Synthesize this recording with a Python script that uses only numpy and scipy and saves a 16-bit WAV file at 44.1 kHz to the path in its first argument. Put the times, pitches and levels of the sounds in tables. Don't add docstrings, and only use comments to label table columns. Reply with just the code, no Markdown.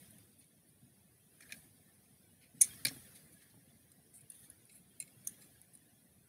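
import sys
import numpy as np
from scipy import signal
from scipy.io import wavfile
from scipy.ndimage import uniform_filter1d

SR = 44100
rng = np.random.default_rng(int(sys.argv[2]) if len(sys.argv) > 2 else 0)


def put_to_file(sound):
    columns = np.atleast_2d(sound).T
    safe = np.clip(columns, -1, 1)
    whole_steps = np.round(safe * 32767)
    wavfile.write(sys.argv[1], SR, whole_steps.astype(np.int16))


def magnitude_from_level(level_db):
    exponent = np.asarray(level_db, float) / 20
    return 10 ** exponent


N = 277124

# pitch_hz, level_db, t60_s
BALL = [(1989, -6.5, 0.042), (2260, -0.5, 0.041), (2550, -10, .02), (3587, -2, 0.018), (3980, -4, .02),
        (4473, -6.5, 0.022), (5430, -10.5, .015), (6050, -7, 0.023), (6614, -2, 0.029), (7620, -10, .02),
        (8030, -13.5, .015), (8600, -17, 0.023), (8700, -10, 0.035), (9260, -7, 0.02), (9390, 0, 0.023),
        (10230, -9.5, 0.011), (10200, -12, .015), (10950, -9.5, .02), (11400, -14.5, .015),
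        (13200, -16.5, 0.022), (14550, -19, 0.014), (15170, -23, 0.011)]
# pitch_hz, level_db, t60_s
TRUNK = [(2110, -1.5, 0.021), (2356, 2, 0.02), (2540, -2, 0.01), (2920, -8, 0.01), (3680, -1.5, 0.015),
         (4030, -1, 0.025), (4320, 1, 0.024), (4830, -5, 0.022), (5290, -3, 0.029), (5440, 1, 0.011),
         (6400, 0.5, 0.015), (6900, -7.5, 0.014), (7400, -5.5, 0.012), (8600, -4.5, 0.015),
         (9250, -1, 0.013), (9560, 0.5, .01), (10220, -1, 0.013), (10870, -0.5, 0.0093),
         (12000, -4.5, 0.0095), (13250, -5.5, 0.0069), (13500, -6.5, .008), (14400, -12.5, 0.0058),
         (15200, -10, .01)]
# pitch_hz, level_db, t60_s
HINGE = [(2190, -2.5, 0.081), (2554, 3.5, 0.029), (2760, -8.5, 0.04), (4110, 2.5, 0.041),
         (5060, -2.5, 0.032), (6730, -8, 0.0092), (7360, -9, 0.093), (8530, -8, 0.02), (8920, -10, 0.017),
         (9470, 2.5, 0.011), (9880, 4, 0.0084), (11240, -6.5, 0.0075), (11040, -24.5, 0.0043),
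         (13320, -16, .012), (15100, -22, .01)]
# until_s, modes, shell_re_body_db
WORK = [
    (1.1, BALL, -5),
    (2.5, TRUNK, 3.5),
    (2.8, BALL, -3),
    (3.0, TRUNK, -4.5),
    (3.8, TRUNK, -6),
    (4.28, HINGE, -14),
    (4.6, BALL, -25),
    (5.2, HINGE, 2.5),
    (5.35, BALL, -21),
    (7.5, HINGE, -8),
]


def leak(colour, level_db, twinkle_db, bins, frames):
    hz, _, cells = signal.stft(rng.standard_normal(N), SR, nperseg=1024, noverlap=896)
    patch = rng.standard_normal(cells.shape)
    for size, axis in ((bins, 0), (frames, 1), (frames, 1)):
        patch = uniform_filter1d(patch, size, axis=axis)
    colour_hz, colour_db = np.transpose(colour)
    db = np.interp(np.log(hz + 1), np.log(colour_hz), colour_db, left=-90, right=-90)
    cells = cells * magnitude_from_level(db[:, None] + twinkle_db * patch / patch.std())
    noise = signal.istft(cells, SR, nperseg=1024, noverlap=896)[1][:N]
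    return magnitude_from_level(level_db) * noise / noise.std()


def wake(toy):
    threshold_db, settle_s, share = -63.5, .02, .27
    keep = np.exp(-1 / (settle_s * SR))
    power = signal.lfilter([1 - keep], [1, -keep], toy ** 2)
    return share * 10 * np.log10(1 + power / magnitude_from_level(threshold_db) ** 2)


def background(toy):
    # time_s, opening_db
    opening = [(0, 11), (.15, 6.5), (.44, -0.3), (1.28, 0.6), (1.57, 9.5), (1.71, 3), (2.55, 1), (2.66, 11),
               (2.8, 12), (3.03, 11.5), (3.3, 5.5), (3.64, 2), (4.22, 1.5), (4.44, 4), (4.81, 1),
               (5.41, 6.5), (5.7, 1.5), (6.28, 0)]
    # pitch_hz, density_db_per_hz
    hum_colour = [(15, -73), (25, -39.5), (48, -27), (70, -0.5), (193, 0), (425, -13), (483, -13),
                  (593, -18), (684, -14.5), (954, -26.5), (1100, -25.5), (1430, -50.5), (2420, -120)]
    # pitch_hz, density_db_per_hz
    room_colour = [(530, -33.5), (900, -13.5), (1370, -6.5), (1720, 0), (2420, -4.5), (3040, -7.5),
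                   (3300, -1.5), (3610, -5), (6660, -7.5), (7640, -14.5), (8000, -3.5), (10400, -33),
                   (17600, -120)]
    # pitch_hz, density_db_per_hz
    hiss_colour = [(4590, -42), (7800, -20), (8770, -3.5), (9980, 1.5), (10800, -3.5), (12000, -4),
                   (12500, -7.5), (15000, -6.5), (15700, -10.5), (16000, -21)]
    open_db = np.interp(np.arange(N) / SR, *np.transpose(opening))
    lift_db = wake(toy)
    hum = leak(hum_colour, -70 + .65 * open_db, 3.4, bins=2, frames=8)
    room = leak(room_colour, -78.5 + open_db + lift_db, 5.1, bins=2, frames=8)
    hiss = leak(hiss_colour, -72.5 + .9 * open_db + lift_db, 1.5, bins=8, frames=5)
    return hum + room + hiss


def walls(toy):
    level_db, t60_s, gap_s = -19, .13, .008
    t = np.arange(SR // 3) / SR
    tail = rng.standard_normal(len(t)) * magnitude_from_level(-60 * t / t60_s) * (1 - np.exp(-t / gap_s))
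    return signal.fftconvolve(toy, magnitude_from_level(level_db) * tail / np.sqrt(np.sum(tail ** 2)))[:N]


def ring(modes, slips, chance, scatter_db, detune, grip=1, crack=0):
    hz, db, t60_s = np.transpose(modes)[:, :, None]
    spot, drift = chance.standard_normal((2, len(modes), 1))
    t = np.arange(SR // 10) / SR
    decay = magnitude_from_level(db + scatter_db * spot - 60 * grip * t / t60_s)
    tones = decay * np.sin(2 * np.pi * hz * (1 + detune * drift) * t)
    answer = tones[::2].sum(0) - tones[1::2].sum(0)
    answer[0] = crack
    return signal.fftconvolve(answer, slips)


def add(track, start_s, peak_db, sound):
    i = int(start_s * SR)
    track[i:i + len(sound)] += magnitude_from_level(peak_db) * sound[:N - i] / np.abs(sound).max()


def knocks():
    # start_s, peak_db, push_ms
    pushes = [(.69, -60.5, 6.9), (0.821, -55.5, 3.5), (0.843, -64.5, 2.8), (1.648, -57, 1.4),
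              (2.542, -52.5, 1.9), (2.566, -54, 2.5), (2.638, -58, 0.61), (2.851, -38.5, 0.44),
              (2.867, -40, 0.59), (2.91, -46, 0.58), (2.961, -51, 1), (3.061, -64, 2.5), (1.529, -65, 1.9),
              (3.539, -56, 0.49), (3.571, -56.5, 0.89), (3.671, -57.5, 2.7), (3.755, -66, 4.1)]
    # pitch_hz, level_db, t60_s
    hollow = [(126, -3.5, 0.19), (164, -2.5, 0.11), (256, 2, 0.14), (329, -4.5, 0.078), (448, -9.5, 0.049),
              (626, -8, 0.089), (796, -4, .05), (950, -12.5, 0.022), (1159, -6.5, .03)]
    out = np.zeros(N)
    t_ms = np.arange(SR // 40) / SR * 1000
    for (start_s, peak_db, push_ms), seed in zip(pushes, rng.integers(1 << 30, size=len(pushes))):
        push = np.sin(np.pi * np.clip(t_ms / push_ms, 0, 1)) ** 2
        sound = ring(hollow, push, np.random.default_rng(seed), scatter_db=3, detune=.062)
        add(out, start_s, peak_db, sound)
    return out


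def snaps(events, work, reach):
    grip_ms = 8
    out = np.zeros(N)
    bands = [signal.butter(5, edges_hz, "band", fs=SR, output="sos") for edges_hz in reach]
    for (start_s, *levels_db, build_ms), seed in zip(events, rng.integers(1 << 30, size=len(events))):
        chance = np.random.default_rng(seed)
        grit = chance.standard_normal(SR // 8)
        u = np.arange(len(grit)) / (SR * max(build_ms, .2) / 1000)
        slips = grit * np.abs(grit) ** .5 * (u * np.exp(-u)) ** 2
        piece = next(modes for until_s, modes, *_ in work if start_s < until_s)
        for (low_hz, high_hz), band, peak_db in zip(reach, bands, levels_db):
            region = [mode for mode in piece if low_hz < mode[0] < high_hz]
            sound = ring(region, slips, chance, scatter_db=2, detune=.004,
                         grip=1 + build_ms / grip_ms, crack=magnitude_from_level(7))
            add(out, start_s - .0004, peak_db, signal.sosfilt(band, sound))
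    return out


def joints():
    # start_s, edges_db, body_db, socket_db, build_ms
    twists = [
        (2.604, -52, -61, -40, 2.2),
        (2.61, -60, -55, -23, .47),
        (2.6114, -27, -38.5, -41, 0.55),
        (2.6126, -10, -42.5, -21.5, 0.66),
        (2.6168, -9.5, -42, -15, 0.63),
        (2.6213, -13.5, -42, -31, 0.73),
        (5.268, -50, -73, -47, 1.1),
        (5.2719, -24.5, -54, -29, 0.91),
        (5.2765, -43, -59, -47, .64),
    ]
    # start_s, edges_db, body_db, socket_db, gap_ms
    rattles = [
        (2.6285, -31, -42.5, -28.5, 6.9),
        (5.28, -42, -62, -57, 5.1),
    ]
    # start_s, edges_db, body_db, socket_db, build_ms
    pushes = [(1.403, -50, -60, -59, 4.5), (1.415, -54, -59, -61, 9.4), (1.491, -58, -57.5, -76, 2.7),
              (1.502, -61, -57, -62, 5.4), (1.5208, -36, -40.5, -43.5, 1.24), (1.524, -46.5, -46, -49, 3.3),
              (1.536, -61, -63, -60, 4.8), (2.8499, -16.5, -26, -34.5, 0.49),
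              (2.8526, -22.5, -22.5, -36, 1), (2.859, -36, -34.5, -45.5, 1.3), (2.864, -38, -37, -37, 0.74),
              (2.867, -25.5, -33, -46.5, 0.76), (2.8703, -28, -32.5, -37.5, .39),
              (2.8761, -48, -47.5, -42, 1.1), (2.881, -39, -38, -37, 0.97), (2.883, -43.5, -40.5, -33, 1.3),
              (2.888, -43, -45.5, -45, 2.8), (5.0003, -25, -49, -50, 1.2), (5.003, -37, -56.5, -46, 3),
              (5.013, -44, -62, -64, 4.7), (5.0231, -40.5, -53, -54, 1.5), (5.073, -55, -62.5, -69, 3.5)]
    # start_s, edges_db, body_db, build_ms
    ticks = [(.104, -50, -82, 2.4), (.18, -51.5, -66, 4.7), (.44, -59, -73, 1.3),
             (3.916, -47.5, -65.5, 1.6), (4.205, -51, -72, 6.2), (4.299, -34.5, -64, 2.4),
             (4.317, -46, -60, 2.1), (4.5001, -37.5, -64, 0.76), (4.653, -51.5, -86, .74),
             (4.692, -55, -62, 4.7), (5.243, -49, -70, 7.1), (5.42, -51, -58, 0.95),
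             (5.615, -45.5, -78, 1.16), (5.751, -44, -71, 1.15), (5.772, -53.5, -71, 1.1)]
    # start_s, edges_db, body_db, build_ms
    rubs = [(0.382, -52, -85, 11.4), (.404, -63, -67, 19), (.684, -58, -83, 7.5), (2.405, -59, -65.5, 24.3),
            (3.144, -47.5, -59, 15), (3.32, -53, -70, 12), (3.41, -54, -65.5, 14), (3.49, -70, -67.5, 12),
            (4.13, -47.5, -77, 25), (4.325, -49, -67, 24), (4.37, -51, -73, 33), (4.42, -51, -62.5, 21),
            (4.703, -54, -71, 19), (4.736, -48.5, -72, 22.5), (5.4, -51.5, -61.5, 23),
            (5.729, -51, -79.5, 10.5)]
    fall_db = np.array([1.5, 2, 4])
    chatter = []
    for start_s, *levels_db, gap_ms in rattles:
        for k in range(4):
            chatter.append((start_s + k * gap_ms / 1000, *(np.array(levels_db) - k * fall_db), .8))
    light = [(s, edges, body, body - 2.5, build_ms) for s, edges, body, build_ms in ticks + rubs]
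    rows = []
    for s, edges, body, socket, build_ms in twists + chatter + pushes + light:
        shell_re_body_db = next(db for until_s, _, db in WORK if s < until_s)
        rows.append((s, edges, body + shell_re_body_db, body, socket, build_ms))
    return rows


def clicks():
    # low_hz, high_hz
    reach = [
        (8340, 17000),
        (1840, 3100),
        (3000, 5150),
        (5180, 8000),
        (1300, 2050),
    ]
    # pitch_hz, level_db, t60_s
    belly = [(1530, -7.5, .015), (1653, -2, 0.027), (1840, -2, 0.022)]
    # start_s, peak_db, build_ms
    presses = [(.02, -65, 9), (1.404, -51.5, 1.3), (1.415, -57, 12.5), (1.445, -59, 12), (1.494, -51, 8.7),
               (1.5215, -45, 1.5), (1.535, -58, 5), (2.615, -59, 7.8), (2.76, -74, 16),
               (2.8505, -29.5, 1.5), (2.853, -36, 0.57), (2.868, -46, 0.53), (2.885, -50, 7.9),
               (2.95, -60, 12), (3.04, -68, 15), (3.13, -69, 9.4), (3.25, -71, 14), (3.40, -65.5, 29),
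               (3.47, -72.5, 21), (4.43, -67.5, 10), (5.41, -66, 13)]
    toy = snaps(joints(), WORK, reach[:4]) + snaps(presses, [(np.inf, belly)], reach[4:])
    return signal.sosfilt(signal.butter(2, 14100, fs=SR, output="sos"), toy)


def scene():
    toy = clicks() + knocks()
    return (toy + background(toy) + walls(toy))[None]


def roll_off(x):
    return signal.sosfilt(signal.butter(12, 16440, fs=SR, output="sos"), x)


def record(dry):
    low_hz, top_hz = 70, 15600
    mic = signal.sosfilt(signal.butter(3, low_hz, "high", fs=SR, output="sos"), dry)
    mic = signal.sosfilt(signal.ellip(6, .3, 25, top_hz, fs=SR, output="sos"), mic)
    return roll_off(mic)


dry = scene()
out = record(dry)
put_to_file(out)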